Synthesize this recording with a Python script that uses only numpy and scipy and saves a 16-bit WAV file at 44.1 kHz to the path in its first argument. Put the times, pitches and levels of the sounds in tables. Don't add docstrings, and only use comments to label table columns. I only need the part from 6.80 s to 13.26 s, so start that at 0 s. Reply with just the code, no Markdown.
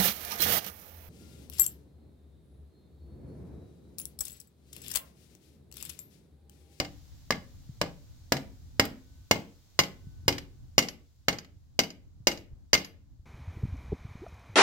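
import sys
import numpy as np
from scipy import signal
from scipy.fft import rfft, irfft
from scipy.io import wavfile
from scipy.ndimage import uniform_filter1d

SR = 44100
rng = np.random.default_rng(int(sys.argv[2]) if len(sys.argv) > 2 else 0)


def log_audio(samples):
    frames = np.atleast_2d(samples).T
    limited = np.clip(frames, -1, 1)
    pcm = np.round(limited * 32767).astype(np.int16)
    wavfile.write(sys.argv[1], SR, pcm)


N = 284753
T = np.arange(int(SR / 6)) / SR
LEFTWARD = np.array([[1], [-1]])
LIGHT_TREBLE_DB = -4

# (time [s], force [dB],
# squareness [dB], wall knock over force [dB], upper over lower gear modes [dB])
BLOWS = [(-.002, -27, 0.5, -2, 2), (0.5057, -26.5, -2, 2, 5), (1.014, -25.5, -6, -3, -5),
         (1.5209, -21, -6, -7, 2), (1.996, -22, 4, 0.5, -4), (2.5107, -22.5, 5, 0.5, -3),
         (2.99, -23.5, 7, .5, -6.5), (3.48, -22.5, 4.5, -5, -1), (3.98, -23.5, 8.5, -1, 3.5),
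         (4.4829, -25, 4, 0.5, -5.5), (4.9906, -25, 6.3, -10, 0.5), (5.47, -23.5, 6, -14, 1.5),
         (5.931, -24.5, 9, 0.5, 0.5)]
# (frequency [Hz], level [dB], t60 [s], lead at the left microphone [ms])
GEAR = [(2094, -3.5, 0.11, -0.14), (2154, -8.5, 0.12, -0.062), (2919, -5.5, 0.054, 0.084),
        (2885, 0.5, .07, .09), (3135, -4.5, 0.044, 0.12), (3990, -19.5, 0.13, 0.05), (4270, -4, 0.049, .1),
        (4766, -1.5, 0.051, -0.16), (5050, -1, 0.025, -0.052), (5043, 2, 0.055, -0.045),
        (5090, -3.5, 0.03, -0.0084), (5780, -7, .08, -0.0013), (6140, -0.5, 0.058, 0.068),
        (6390, -8, 0.054, -0.035), (6970, -10.5, 0.068, -.04), (8100, -18.5, 0.03, -0.077),
        (11400, -25.5, 0.23, 0.036), (15530, -10.5, .05, -0.098)]


def thud(pattern):
    # (frequency [Hz], level [dB], t60 [s])
    housing = [(96, 3, 0.1), (154.3, -4, 0.21), (194, -5.5, 0.034), (226.7, 5, 0.078), (273.34, 3, 0.2),
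               (301, -1, 0.13), (378.1, -4.5, 0.13), (469, -0.5, .07), (552, 1, 0.038), (594, 6, .07),
               (666, 2.5, 0.044), (751.6, -5.5, 0.13), (775, -5, 0.27)]
    # (frequency [Hz], level [dB])
    spectrum = [(40, -9), (90, -8), (250, 0.5), (390, -1.5), (560, 3), (1200, -8), (2500, -17),
                (8000, -45.5)]
    modes, chance = struck(housing, scatter_db=0.5, detune=0.035, grip_db=-13.5, grip_t60=0.011,
                           blur_hz=18)
    body = -(modes * np.exp(1.6j * chance)).imag.sum(0)
    push = T / .0003
    dip = -push * (2 - push) * np.exp(-push)
    casting = dense_ring(pattern, spectrum, crack_t60=0.0064, ring_t60=0.21, ring_db=-11,
                         rise_s=0.00013, alike_hz=550, change=0.39)
    sound = undb(-2) * burst(body) + undb(-8.5) * burst(dip) + undb(-4) * casting
    return sound * undb(.8 * LEFTWARD)


def knock():
    # (frequency [Hz], level [dB], t60 [s])
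    walls = [(859, 0, 0.05), (950, 0, 0.023), (1086, -1, 0.057), (1168, -3, 0.055), (1242, -4.5, 0.054),
             (1290, -2, 0.027), (1470, -7.5, 0.044), (1680, -3, 0.078), (1800, -5, 0.04),
             (1960, -8.5, 0.082)]
    modes, chance = struck(walls, scatter_db=4, detune=0.016, grip_db=9, grip_t60=.018, blur_hz=9.9)
    modes = modes * np.exp(np.pi * 1j * chance) * (1 - np.exp(-T / 0.00063))
    apart = np.exp(1.3j * rng.standard_normal(chance.shape))
    return burst(np.array([modes.imag.sum(0), (modes * apart).imag.sum(0)]))


def clank(pattern, treble_db):
    # (frequency [Hz], level [dB])
    steel = [(200, -3.5), (600, -3), (1100, -1.5), (1700, 1), (2450, 0.5), (2900, 0.5), (3500, -2.5),
             (5000, 0.5), (6300, -9), (8000, -10), (9500, -21.5), (10800, -23), (12000, -14),
             (15500, -18.5)]
    spectrum = [(hz, db + at([(4000, 0.01), (12000, treble_db)], hz)) for hz, db in steel]
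    return dense_ring(pattern, spectrum, crack_t60=0.022, ring_t60=0.09, ring_db=-11.5,
                      rise_s=0.00098, alike_hz=750, change=0.66)


def gear_ring(upper_db):
    table = np.array(GEAR)
    hz, lead_s = table[:, :1], table[:, 3:] / 1000
    modes, chance = struck(table[:, :3], scatter_db=2, detune=0.0072, grip_db=10, grip_t60=0.011,
                           blur_hz=22)
    onset = 1 - np.exp(-(T / 0.0012) ** 2)
    left = modes * undb(upper_db * (hz > 4500)) * np.exp(np.pi * 1j * chance) * onset
    right = left * np.exp(-2j * np.pi * hz * lead_s)
    return burst(np.array([left.imag.sum(0), right.imag.sum(0)]))


def contacts():
    # (time [s], clank [dB], ring over clank [dB], upper
    # over lower gear modes [dB])
    drops = [(.048, -43.5, -1.5, -17), (1.5669, -38, -5, -10), (3.581, -37, -6.5, 8),
             (4.085, -38.5, 1.5, 18), (4.585, -43, 1.5, 13), (4.646, -55, -10, -3), (5.103, -50.5, 5, 2),
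             (5.574, -52.5, 3, 1), (6.046, -47, 3, 10)]
    loose_from_s, chatter_s, rebound_s = 2.8, 0.0082, .0445
    strikes, rattles = [], []
    for s, force_db, square_db, _, upper_db in BLOWS:
        clank_db = force_db + 1.35 + 0.42 * square_db
        ring_db = force_db + square_db
        treble_db = 3.5 + .8 * (force_db + 23)
        strikes.append((s, clank_db, ring_db, upper_db, treble_db))
        if s > loose_from_s:
            chatter_db = -19 + 1.6 * square_db
            rattles.append((s + chatter_s, clank_db + chatter_db, ring_db + chatter_db, 3.5, treble_db))
            rattles.append((s + rebound_s, clank_db - 21, ring_db - 21.5, -0.5, LIGHT_TREBLE_DB))
    for s, clank_db, ring_over_db, upper_db in drops:
        rattles.append((s, clank_db, clank_db + ring_over_db, upper_db, LIGHT_TREBLE_DB))
    return strikes, rattles


def chink():
    # (frequency [Hz], level [dB], t60 [s])
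    race = [(3120, -5.5, 0.056), (4840, -0.5, 0.054), (4830, -8.5, 0.037), (6700, -9, 0.063),
            (11400, -17.5, 0.18)]
    modes, chance = struck(race, scatter_db=3, detune=0.0025, grip_db=-1, grip_t60=.015, blur_hz=7.7)
    ring = (modes * np.exp(np.pi * 1j * chance)).imag.sum(0)
    return burst(ring * (1 - np.exp(-T / .0012)))


def shudder():
    rough = 1 + 1.7 * uniform_filter1d(rng.standard_normal(len(T)), size=80)
    swell = (1 - np.exp(-T / 0.0027)) * fade(T, 0.063)
    return burst(swell * rough * np.sin(2 * np.pi * GEAR[0][0] * T))


def workshop(into_room, toward_wall):
    # (frequency [Hz], t60 [s])
    decay = [(100, 0.3), (300, 0.4764), (700, 0.3532), (2000, 0.3647), (5000, 0.2626), (14000, 0.32)]
    # (frequency [Hz], level [dB])
    tail_spectrum = [(60, -14), (160, -1.5), (400, -10.5), (900, -16.5), (2200, -17), (3200, -13.5),
                     (5500, -17), (14000, -18)]
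    # (frequency [Hz], level [dB])
    slap_spectrum = [(60, -21.5), (160, -12.5), (400, -18), (900, -23), (3000, -23), (5000, -26),
                     (14000, -29.5)]
    slap_s, slap_t60 = .0435, .08
    t = np.arange(int(SR * .6)) / SR
    hz, centres = np.fft.rfftfreq(len(t), 1 / SR), [f for f, _ in decay]
    bands = np.array([at(list(zip(centres, share)), hz) for share in np.eye(len(centres))])[:, None]
    tails = np.array([fade(t, t60) for _, t60 in decay])[:, None] * (1 - np.exp(-(t / 0.015) ** 2))
    tails /= np.linalg.norm(tails, axis=2, keepdims=True)
    slap = (t > slap_s) * fade(np.abs(t - slap_s), slap_t60)
    slap /= np.linalg.norm(slap)
    edges = [0] + [int(row[0] * SR) for row in BLOWS[1:]] + [N]
    out = np.zeros((2, N))
    for a, b in zip(edges, edges[1:]):
        band_noise = irfft(rfft(pair_noise(len(t), 710)) * bands, len(t))
        tail = colour((band_noise * tails).sum(0), tail_spectrum)
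        echo = colour(slap * pair_noise(len(t), 700), slap_spectrum)
        add(out, a / SR, signal.fftconvolve(into_room[:, a:b], tail, axes=1))
        add(out, a / SR, signal.fftconvolve(toward_wall[:, a:b], echo, axes=1))
    return out


def handling_bumps():
    # (time [s], level [dB], pitch [Hz])
    bumps = [(0.893, -37, 128), (3.269, -40.5, 137), (3.394, -43, 82), (3.46, -38, 111), (4.766, -48, 89),
             (5.403, -44.5, 119), (5.731, -39.5, 66), (6.396, -45, 73)]
    out = np.zeros((2, N))
    for s, db, hz in bumps:
        add(out, s, undb(db) * burst(T * fade(T, 0.026) * np.sin(2 * np.pi * hz * T)))
    return out


def far_whine(flutter):
    # (time [s], level [dB])
    swells = [(1.15, -80), (2.15, -75), (3.15, -74)]
    pitch_hz, rise_s = 1500, .07
    tone = np.sin(2 * np.pi * np.cumsum(pitch_hz + 3 * flutter) / SR)
    out = np.zeros(N)
    for s, db in swells:
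        age = np.maximum(np.arange(N) / SR - s, 0)
        out += undb(db) * (1 - np.exp(-age / rise_s)) * fade(age, t60=2.7) * tone
    return out


def room_tone():
    # (frequency [Hz], level [dB])
    rumble_spectrum = [(20, -25), (45, -9), (80, 1.5), (120, -1.5), (190, -14.5), (280, -14.5),
                       (400, -31.5), (800, -34.5), (1600, -42.5), (4000, -63)]
    # (time [s], relative level [dB])
    rumble_level = [(0.0, -55.5), (1.94, -54), (2.88, -64.5), (3.4, -50), (4.04, -58), (4.24, -64),
                    (5.79, -55.5), (5.95, -63), (6.46, -57.5)]
    # (frequency [Hz], level [dB])
    hiss_spectrum = [(100, 7), (700, 1.5), (1300, -1.5), (2600, -2.5), (3900, 3), (7300, 1.5), (8500, -7.5),
                     (11000, -6.5), (15500, -4.5)]
    # (time [s], relative level [dB])
    hiss_level = [(0.0, -68.5), (2.03, -72.5), (3.02, -72.5), (5.0, -82.5), (6.46, -84.5)]
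    rumble = colour(pair_noise(N, 120), rumble_spectrum)
    hiss = colour(pair_noise(N, 600), hiss_spectrum)
    # (frequency [Hz], level [dB])
    port_air = [(20, -6), (70, 4), (130, -5.5), (400, -46), (4000, -79.5)]
    rumble += colour(rng.standard_normal((2, N)), port_air)
    knots = np.arange(0, N, SR // 12)
    flutter = np.interp(np.arange(N), knots, rng.standard_normal(len(knots)))
    rumble *= undb(curve(rumble_level) + 4.5 + 1.2 * flutter) / rumble.std()
    hiss *= undb(curve(hiss_level) + 5.5) / hiss.std()
    return rumble + hiss + far_whine(flutter)


def struck(table, scatter_db, detune, grip_db, grip_t60, blur_hz):
    hz, db, t60 = np.transpose(table)[:, :, None]
    weight, tuning, chance = rng.standard_normal((len(hz), 3)).T[:, :, None]
    size = undb(db + scatter_db * weight) * fade(T, t60) * (1 + undb(grip_db) * fade(T, grip_t60))
    wander = np.cumsum(rng.standard_normal(size.shape), axis=1) * np.sqrt(2 * np.pi * blur_hz / SR)
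    phase = 2 * np.pi * hz * (1 + detune * tuning) * T + uniform_filter1d(wander, size=130, axis=1)
    return size * np.exp(1j * phase), chance


def dense_ring(pattern, spectrum, crack_t60, ring_t60, ring_db, rise_s, alike_hz, change):
    grain = pattern + change * pair_noise(len(T), alike_hz)
    onset = 1 - np.exp(-(T / rise_s) ** 2)
    decay = fade(T, crack_t60) + undb(ring_db) * fade(T, ring_t60)
    return burst(colour(grain * onset * decay, spectrum))


def pair_noise(count, alike_hz):
    mid, side = rfft(rng.standard_normal((2, count)))
    alike = 1 / (1 + (np.fft.rfftfreq(count, 1 / SR) / alike_hz) ** 2)
    return irfft(mid * np.sqrt((1 + alike) / 2) + LEFTWARD * side * np.sqrt((1 - alike) / 2), count)


def colour(x, points, size=8192):
    cepstrum = irfft(np.log(undb(at(points, np.fft.rfftfreq(size, 1 / SR)))))
    cepstrum[1:size // 2] *= 2
    cepstrum[size // 2 + 1:] = 0
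    impulse = irfft(np.exp(rfft(cepstrum)))[None, :size // 2]
    return signal.fftconvolve(x, impulse, axes=1)[:, :x.shape[1]]


def burst(x):
    x = x * np.minimum(1, 2 * (1 - T / T[-1]))
    return x / np.sqrt(np.mean(np.sum(x ** 2, axis=-1)) * 100 / SR)


def undb(db):
    return 10 ** (np.asarray(db) / 20)


def fade(t, t60):
    return np.exp(-np.log(1000) * t / t60)


def curve(rows):
    return np.interp(np.arange(N) / SR, *np.transpose(rows))


def at(points, hz):
    f, db = np.transpose(points)
    return np.interp(np.log(np.maximum(hz, 1)), np.log(f), db)


def add(out, s, x):
    i = int(round(s * SR))
    a, b = max(i, 0), min(i + x.shape[-1], N)
    out[:, a:b] += x[..., a - i:b - i]


def scene():
    # (time [s], shudder level [dB], clank level [dB])
    slips = [(.521, -31, -34), (5.949, -26, -22)]
    body, gear = np.zeros((2, 2, N))
    casting, steel = pair_noise(len(T), 1400), pair_noise(len(T), 630)
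    for s, force_db, _, knock_db, _ in BLOWS:
        add(body, s, undb(force_db) * (thud(casting) + undb(knock_db) * knock()))
    strikes, rattles = contacts()
    for s, clank_db, ring_db, upper_db, treble_db in strikes + rattles:
        add(body, s, undb(clank_db) * clank(steel, treble_db))
        add(gear, s, undb(ring_db) * gear_ring(upper_db))
    for s, _, ring_db, *_ in rattles:
        add(gear, s, undb(0.86 * ring_db - 14) * chink())
    for s, db, clank_db in slips:
        add(gear, s, undb(db) * shudder())
        add(body, s, undb(clank_db) * clank(steel, LIGHT_TREBLE_DB))
    add(body, 2.0518, undb(-37.5) * clank(steel, treble_db=14.5))
    gear *= undb(.5 * LEFTWARD)
    room = workshop(into_room=body + undb(-7) * gear, toward_wall=body + gear)
    background = (room_tone() + handling_bumps()) * undb(0.39 * LEFTWARD)
    return body + gear + room + background


def record(dry):
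    top_hz = 15850
    return signal.sosfilt(signal.ellip(8, .2, 70, top_hz, fs=SR, output="sos"), np.tanh(dry))


dry = scene()
out = record(dry)
log_audio(out)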